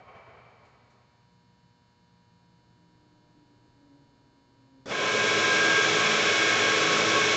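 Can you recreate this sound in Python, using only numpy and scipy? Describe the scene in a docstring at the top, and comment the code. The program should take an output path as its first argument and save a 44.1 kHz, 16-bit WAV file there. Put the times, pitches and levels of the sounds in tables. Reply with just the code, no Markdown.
"""A plate-rolling machine starts up in a workshop hall: a contactor clacks, then the drive runs with a
roar of meshing gears that repeats with every shaft turn, whining lines and a ringing steel housing.
Its electrics buzz throughout at twice the mains rate. Before the start the microphone picks up the
hall: a far clatter dying away, soft shoe scuffs and distant engines droning through the walls."""
import sys
import numpy as np
from scipy import signal
from scipy.fft import rfft, irfft
from scipy.io import wavfile
from scipy.ndimage import map_coordinates

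SR = 44100
rng = np.random.default_rng(int(sys.argv[2]) if len(sys.argv) > 2 else 0)


def inscribe(sig):
    """Save sig as 16-bit PCM at rate SR to the path in sys.argv[1].

    A 1-D sig is mono; a 2-D sig holds one channel per row.
    Samples are clipped to [-1, 1] before scaling.
    """
    pcm = np.round(np.clip(np.atleast_2d(sig).T, -1, 1) * 32767)
    wavfile.write(sys.argv[1], SR, pcm.astype(np.int16))


N = 324576
TIME = np.arange(N) / SR
FREQ = np.maximum(np.arange(N // 2 + 1) * SR / N, 1)


def drive(start_s=4.856, bite_after_s=0.063, bite_s=0.071, speed_wander=0.000695):
    """The machine's drive: gear noise and whining lines all follow one shaft and build up in level."""
    running_s = np.maximum(TIME - start_s, 0)
    biting_s = np.maximum(running_s - bite_after_s, 0)
    slack = np.clip((bite_after_s - running_s) / bite_s, 0, 1)
    bite = from_db(-27 * slack) * np.clip(running_s / 0.022, 0, 1)
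    # The low roar is there as the gears bite; the middle and the hiss climb as the motor runs up.
    run_up = from_db(-6.5 * np.exp(-biting_s / .24))
    hiss_gain = from_db(0.95 - 6 * np.exp(-biting_s / .11))
    shaft_time = np.cumsum(1 + speed_wander * drift(2.47)) / SR
    roar = from_db(-25) * gear_roar(shaft_time, run_up, hiss_gain)
    lines = whine(shaft_time) + loud_gear_lines(shaft_time)
    lines_fade_in = np.clip(running_s / .15, 0, 1)
    return bite * (roar + lines_fade_in * run_up * lines)


def gear_roar(shaft_time, middle_gain, hiss_gain, shaft_hz=6.077, flutter_db=0.27):
    """Two wheels geared 2:1 repeat their roughness; oil flow and bearings add fresh noise."""
    # Colour of the gear noise. Each row: frequency in Hz, relative level in dB.
    colour = [(25, -41.5), (55, -30.5), (90, -24), (115, -14), (280, -8.5), (480, -1), (900, -9),
              (2000, -8.5), (3200, -6.5), (4600, -13.5), (6800, -14.5), (7750, -22), (8000, -40.5),
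              (8450, -40)]
    # Resonances of the steel housing. Each row: centre in Hz, width in Hz, boost in dB.
    housing = [(427, 85, 2), (1125, 180, 5.5), (1315, 42, 6.5), (1590, 303, 9), (2235, 230, 9),
               (2584, 260, 4), (3430, 250, 4), (5570, 750, 4), (6400, 252, 1.6)]
    turns = shaft_hz * shaft_time
    teeth = from_db(-5) * tooth_pattern(turns) + from_db(-4) * tooth_pattern(2 * turns)
    roar = coloured(teeth + rng.standard_normal(N), colour, housing)
    roar *= from_db(flutter_db * drift(25))
    low = signal.sosfiltfilt(signal.butter(2, 650, "low", fs=SR, output="sos"), roar)
    hiss = signal.sosfiltfilt(signal.butter(2, 3500, "high", fs=SR, output="sos"), roar)
    middle = roar - low - hiss
    return low + middle_gain * (middle + hiss_gain * hiss)


def tooth_pattern(turns):
    """The uneven teeth of one wheel: the same roughness comes round once per turn."""
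    turns_per_s = turns[-1] / TIME[-1]
    marks = rng.standard_normal(round(SR / turns_per_s))
    position = turns * len(marks) % len(marks)
    return rms_one(map_coordinates(marks, [position], order=3, mode="grid-wrap"))


def whine(shaft_time, trim_db=-1.0):
    """Steady gear and motor lines, locked to the shaft and wavering on their way across the hall."""
    # The whining lines. Each row: pitch in Hz, level in dB before the trim.
    lines = [(107.3,-49.5), (120.1,-54.5), (161.7,-48), (216.7,-44.5), (267.2,-48.5), (325.4,-41.5),
             (406.9,-40.5), (449.2,-43.5), (511.1,-46), (570.8,-42.5), (651.0,-47), (717.1,-47),
             (1093.4,-45.5), (1287.4,-40.5), (1323.6,-42.5), (1519.0,-48.5), (1547.6,-49.5), (1794.8,-45),
             (1967.7,-49), (2386.5,-43), (2501.0,-40.5), (3041.6,-47.5), (3219.5,-45), (3339.9,-44),
             (3365.0,-45.5), (3678,-49), (3881,-44), (4072,-45.5)]
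    return sum(from_db(db + trim_db) * tone(hz * shaft_time, waver=0.46, rate=3.8) for hz, db in lines)


def loud_gear_lines(shaft_time, mid_run_s=6.1, swell_db=1.0, surge_s=0.16, surge_width_hz=80):
    """The loudest gear lines creep up or down in level as the drive runs; now and then one surges."""
    # Pitches of the lines in Hz.
    pitches = [430.2, 1032.7, 1104.6, 1616.8, 2196.5, 2234.0]
    # Their levels, in the same order. Each row: level at mid-run in dB, creep in dB per second.
    levels = [(-38.5, 0.7), (-43, -6.5), (-39.5, 2.5), (-34, -0.5), (-40.5, 0.5), (-40.5, -4)]
    # Brief surges. Each row: time of the peak in seconds, centre in Hz, boost in dB.
    surges = [(5.6, 1617, 7.5), (6.08, 1030, 6.5), (6.4, 1630, 2), (6.46, 2215, 8.5), (7.22, 434, 4),
              (7.24, 1105, 7)]
    lines = 0
    for hz, (db, creep) in zip(pitches, levels):
        line_db = db + creep * (TIME - mid_run_s) + swell_db * drift(3.0)
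        for s, centre, boost in surges:
            line_db += boost * np.exp(-((TIME - s) / surge_s) ** 2 - ((hz - centre) / surge_width_hz) ** 2)
        lines += from_db(line_db) * tone(hz * shaft_time, waver=0.3, rate=7.6)
    return lines


def contactor_clacks():
    """At the machine, the contactor pulls in and the gears take up their slack."""
    # The impacts. Each row: start in seconds, level in dB, time to fall 60 dB in seconds.
    clacks = [(4.856, -39.5, 0.67), (4.879, -46, 0.21), (4.892, -39, 0.19)]
    # Their colour. Each row: frequency in Hz, relative level in dB.
    colour = [(47, -44), (80, -10), (212, -2), (379, -13), (508, -2), (1190, -19), (1450, -12.5),
              (2760, -31.5), (5040, -20.5), (7290, -27.5), (8350, -44), (10900, -72), (18400, -120)]
    # Modes of the struck steel. Each row: centre in Hz, width in Hz, boost in dB.
    steel_modes = [(3450, 200, 13), (5730, 340, 0.5)]
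    return bursts(clacks, colour, steel_modes)


def buzz(buzz_hz=120, scatter_rad=2.0, trim_db=0.3):
    """An iron core is pulled twice per mains cycle; the hall scatters the phases of its overtones."""
    # Harmonics of the core. Each row: multiple of the buzz rate, level in dB before the trim.
    harmonics = [(1, -70.5), (2, -80.5), (4, -80), (5, -84.5), (6, -87.5), (7, -84.2), (8, -72), (9, -85.5),
                 (10, -89.5), (11, -88), (12, -89.5), (13, -84), (14, -85), (15, -86), (18, -87), (20, -90),
                 (23, -90), (25, -85), (29, -89), (30, -93), (31, -90.5), (32, -88), (34, -87.5), (35, -85),
                 (36, -91), (37, -85), (38, -86.5), (40, -90.5), (42, -89.5), (44, -99), (45, -94.5),
                 (55, -92)]
    phases = scatter_rad * rng.standard_normal(len(harmonics))
    lines = sum(from_db(db) * np.cos(2 * np.pi * k * buzz_hz * TIME + phase)
                for (k, db), phase in zip(harmonics, phases))
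    return np.sqrt(2) * from_db(trim_db) * lines


def far_clatter(trim_db=0.5, uneven_db=3):
    """Knocks far from the microphone, blurred by the hall into many close modes; a few ring out."""
    # The knocks. Each row: start in seconds, level in dB before the trim.
    knocks = [(-.02, -55.5), (.07, -54.5), (.14, -53), (.265, -57), (.335, -57.5), (.44, -64), (.62, -63)]
    # Colour of their wash. Each row: frequency in Hz, relative level in dB.
    colour = [(35, -38), (60, -8), (122, -4), (327, -16.5), (396, -5), (618, -3), (735, -4.5), (874, -7),
              (1310, -7), (1590, -14), (2290, -10.5), (2890, -22), (3120, -19), (3370, -29), (6000, -42),
              (7800, -70), (13200, -120)]
    # Metallic ring. Each row: pitch in Hz, dB relative to the wash, seconds to fall 60 dB against it.
    ring_modes = [(674, -7, 2.8), (750, -7, 2.9), (1080, -10, 11), (2250, -14.5, 14), (2310, -12, 18),
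                  (3120, -25, 5.6)]
    loudness = np.sqrt(sum(from_db(db) ** 2 * knock_power(TIME - s) for s, db in knocks))
    close_modes = [(hz, 14, uneven_db * rng.standard_normal()) for hz in np.geomspace(350, 3200, 60)]
    wash = noise(colour, close_modes)
    ring = sum(from_db(db - 60 * TIME / t60) * tone(hz * TIME, waver=1.6, rate=19)
               for hz, db, t60 in ring_modes)
    fade = np.clip((1.5 - TIME) / 0.45, 0, 1)
    return from_db(trim_db) * loudness * fade * (wash + ring)


def knock_power(age_s, attack_s=0.013, fall_t60_s=1, tail_db=-7, tail_t60_s=3.45):
    """Power of one far knock: a blurred attack, a quick fall and the long tail of the hall."""
    since_s = np.maximum(age_s - attack_s, 0)
    fall = from_db(-60 * since_s / fall_t60_s) ** 2
    tail = from_db(tail_db - 60 * since_s / tail_t60_s) ** 2
    return np.clip(age_s / attack_s, 0, 1) * (fall + tail)


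def shoe_scuffs():
    """Shoes brush softly over the workshop floor."""
    # The scuffs. Each row: start in seconds, level in dB, time to fall 60 dB in seconds.
    scuffs = [(.15, -70, .3), (.65, -68, .3), (.9, -68, .25)]
    # Their colour. Each row: frequency in Hz, relative level in dB.
    colour = [(100, 2), (600, -7), (2500, -11), (7000, -14), (8000, -25)]
    return bursts(scuffs, colour)


def far_engine(pitch_hz=141.8, pitch_at_s=3.95, sag_hz_per_s=10.3, trim_db=0.5):
    """A distant engine slows down evenly; only its low orders get through the walls."""
    # The engine's orders. Each row: multiple of the pitch, relative level in dB.
    orders = [(1, -7.5), (2, 2.5), (3, -17.5), (4, -12)]
    # Its rise and fall. Each row: time in seconds, gain on all orders in dB before the trim.
    level_curve = [(2.3, -96), (2.6, -78), (3.58, -67.5), (3.72, -81), (3.82, -65), (4.03, -60.5),
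                   (4.11, -71), (4.55, -72.5), (4.78, -63.5)]
    level_db = np.interp(TIME, *np.transpose(level_curve))
    cycles = np.cumsum(pitch_hz - sag_hz_per_s * (TIME - pitch_at_s)) / SR
    lines = sum(from_db(db) * tone(k * cycles, waver=0.36, rate=8.8) for k, db in orders)
    return from_db(level_db + trim_db) * lines


def engine_rush(nearest_s=3.85, pass_s=1.25, far_db=-83, swell_db=-70):
    """The engine's dull rush swells and fades as it passes outside."""
    # Colour of the rush. Each row: frequency in Hz, relative level in dB.
    colour = [(60, -3.5), (150, -7), (330, 3.5), (450, -6.5), (600, -8), (1200, -18), (2500, -37)]
    nearness = np.exp(-((TIME - nearest_s) / pass_s) ** 2)
    return (from_db(far_db) + from_db(swell_db) * nearness) * noise(colour)


def far_drone(start_s=1.0, end_s=3.84, fade_s=.5, pitch_hz=179, sag_hz_per_s=3.42, level_db=-69):
    """A second engine beyond the walls: one tone comes, holds and goes, sagging slowly."""
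    cycles = np.cumsum(pitch_hz - sag_hz_per_s * (TIME - start_s)) / SR
    fade = np.clip(np.minimum(TIME - start_s, end_s - TIME) / fade_s, 0, 1)
    return from_db(level_db) * fade * tone(cycles, waver=0.72, rate=7.5)


def room_tone(level_db=-67):
    """The steady, low background of the hall, all around the microphone."""
    # Colour of the hall. Each row: frequency in Hz, relative level in dB.
    colour = [(25, -28.5), (55, -4), (120, 4), (250, -3.5), (400, -13), (700, -16.5), (1400, -17.5),
              (2000, -22), (4500, -26), (7300, -28), (8000, -38.5)]
    return from_db(level_db) * noise(colour)


def bursts(events, spectrum, resonances=(), attack_s=.004):
    """Short contacts, each smeared by the hall into a dying burst."""
    envelope = 0
    for start_s, db, t60 in events:
        age_s = np.maximum(TIME - start_s, 0)
        envelope += from_db(db - 60 * age_s / t60) * np.minimum(age_s / attack_s, 1)
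    return envelope * noise(spectrum, resonances)


def tone(cycles, waver, rate):
    """A line of rms about 1 whose strength and phase waver as it crosses the hall."""
    path = (1 + waver * (drift(rate) + 1j * drift(rate))) / np.sqrt(.5 + waver ** 2)
    return np.real(path * np.exp(2j * np.pi * (cycles + rng.random())))


def noise(spectrum, resonances=()):
    """Fresh noise of the given colour; rms 1."""
    return coloured(rng.standard_normal(N), spectrum, resonances)


def coloured(x, spectrum, resonances):
    """Give x a smooth spectrum with resonant humps on it; rms 1."""
    hz, db = np.transpose(spectrum)
    shape_db = np.interp(np.log(FREQ), np.log(hz), db)
    for centre, width, boost in resonances:
        shape_db += boost * .5 ** ((2 * (FREQ - centre) / width) ** 2)
    return rms_one(irfft(rfft(x) * from_db(shape_db), N))


def drift(rate):
    """A slow random wander of rms 1 that changes about `rate` times a second."""
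    hop, settle = 100, 2000  # samples per step, steps for the filter to settle
    pole = np.exp(-2 * np.pi * rate * hop / SR)
    steps = rng.standard_normal(N // hop + settle + 2)
    slow = signal.lfilter([1], [1, -2 * pole, pole * pole], steps)[settle:]
    return np.interp(np.arange(N) / hop, np.arange(len(slow)), rms_one(slow))


def from_db(db):
    """Decibels to gain."""
    return 10 ** (np.asarray(db) / 20)


def rms_one(x):
    """Scale to unit rms."""
    return x / np.sqrt(np.mean(x ** 2) + 1e-20)


def scene():
    """One microphone in the hall: the machine stands buzzing, then runs."""
    background = room_tone() + far_engine() + engine_rush() + far_drone() + far_clatter() + shoe_scuffs()
    machine = buzz() + contactor_clacks() + drive()
    return (machine + background)[None]


def record(dry):
    """A narrow-band recorder: the top is cut steeply above 8280 Hz."""
    return signal.sosfilt(signal.ellip(10, .1, 70, 8280, fs=SR, output="sos"), dry)


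dry = scene()
out = record(dry)
inscribe(out)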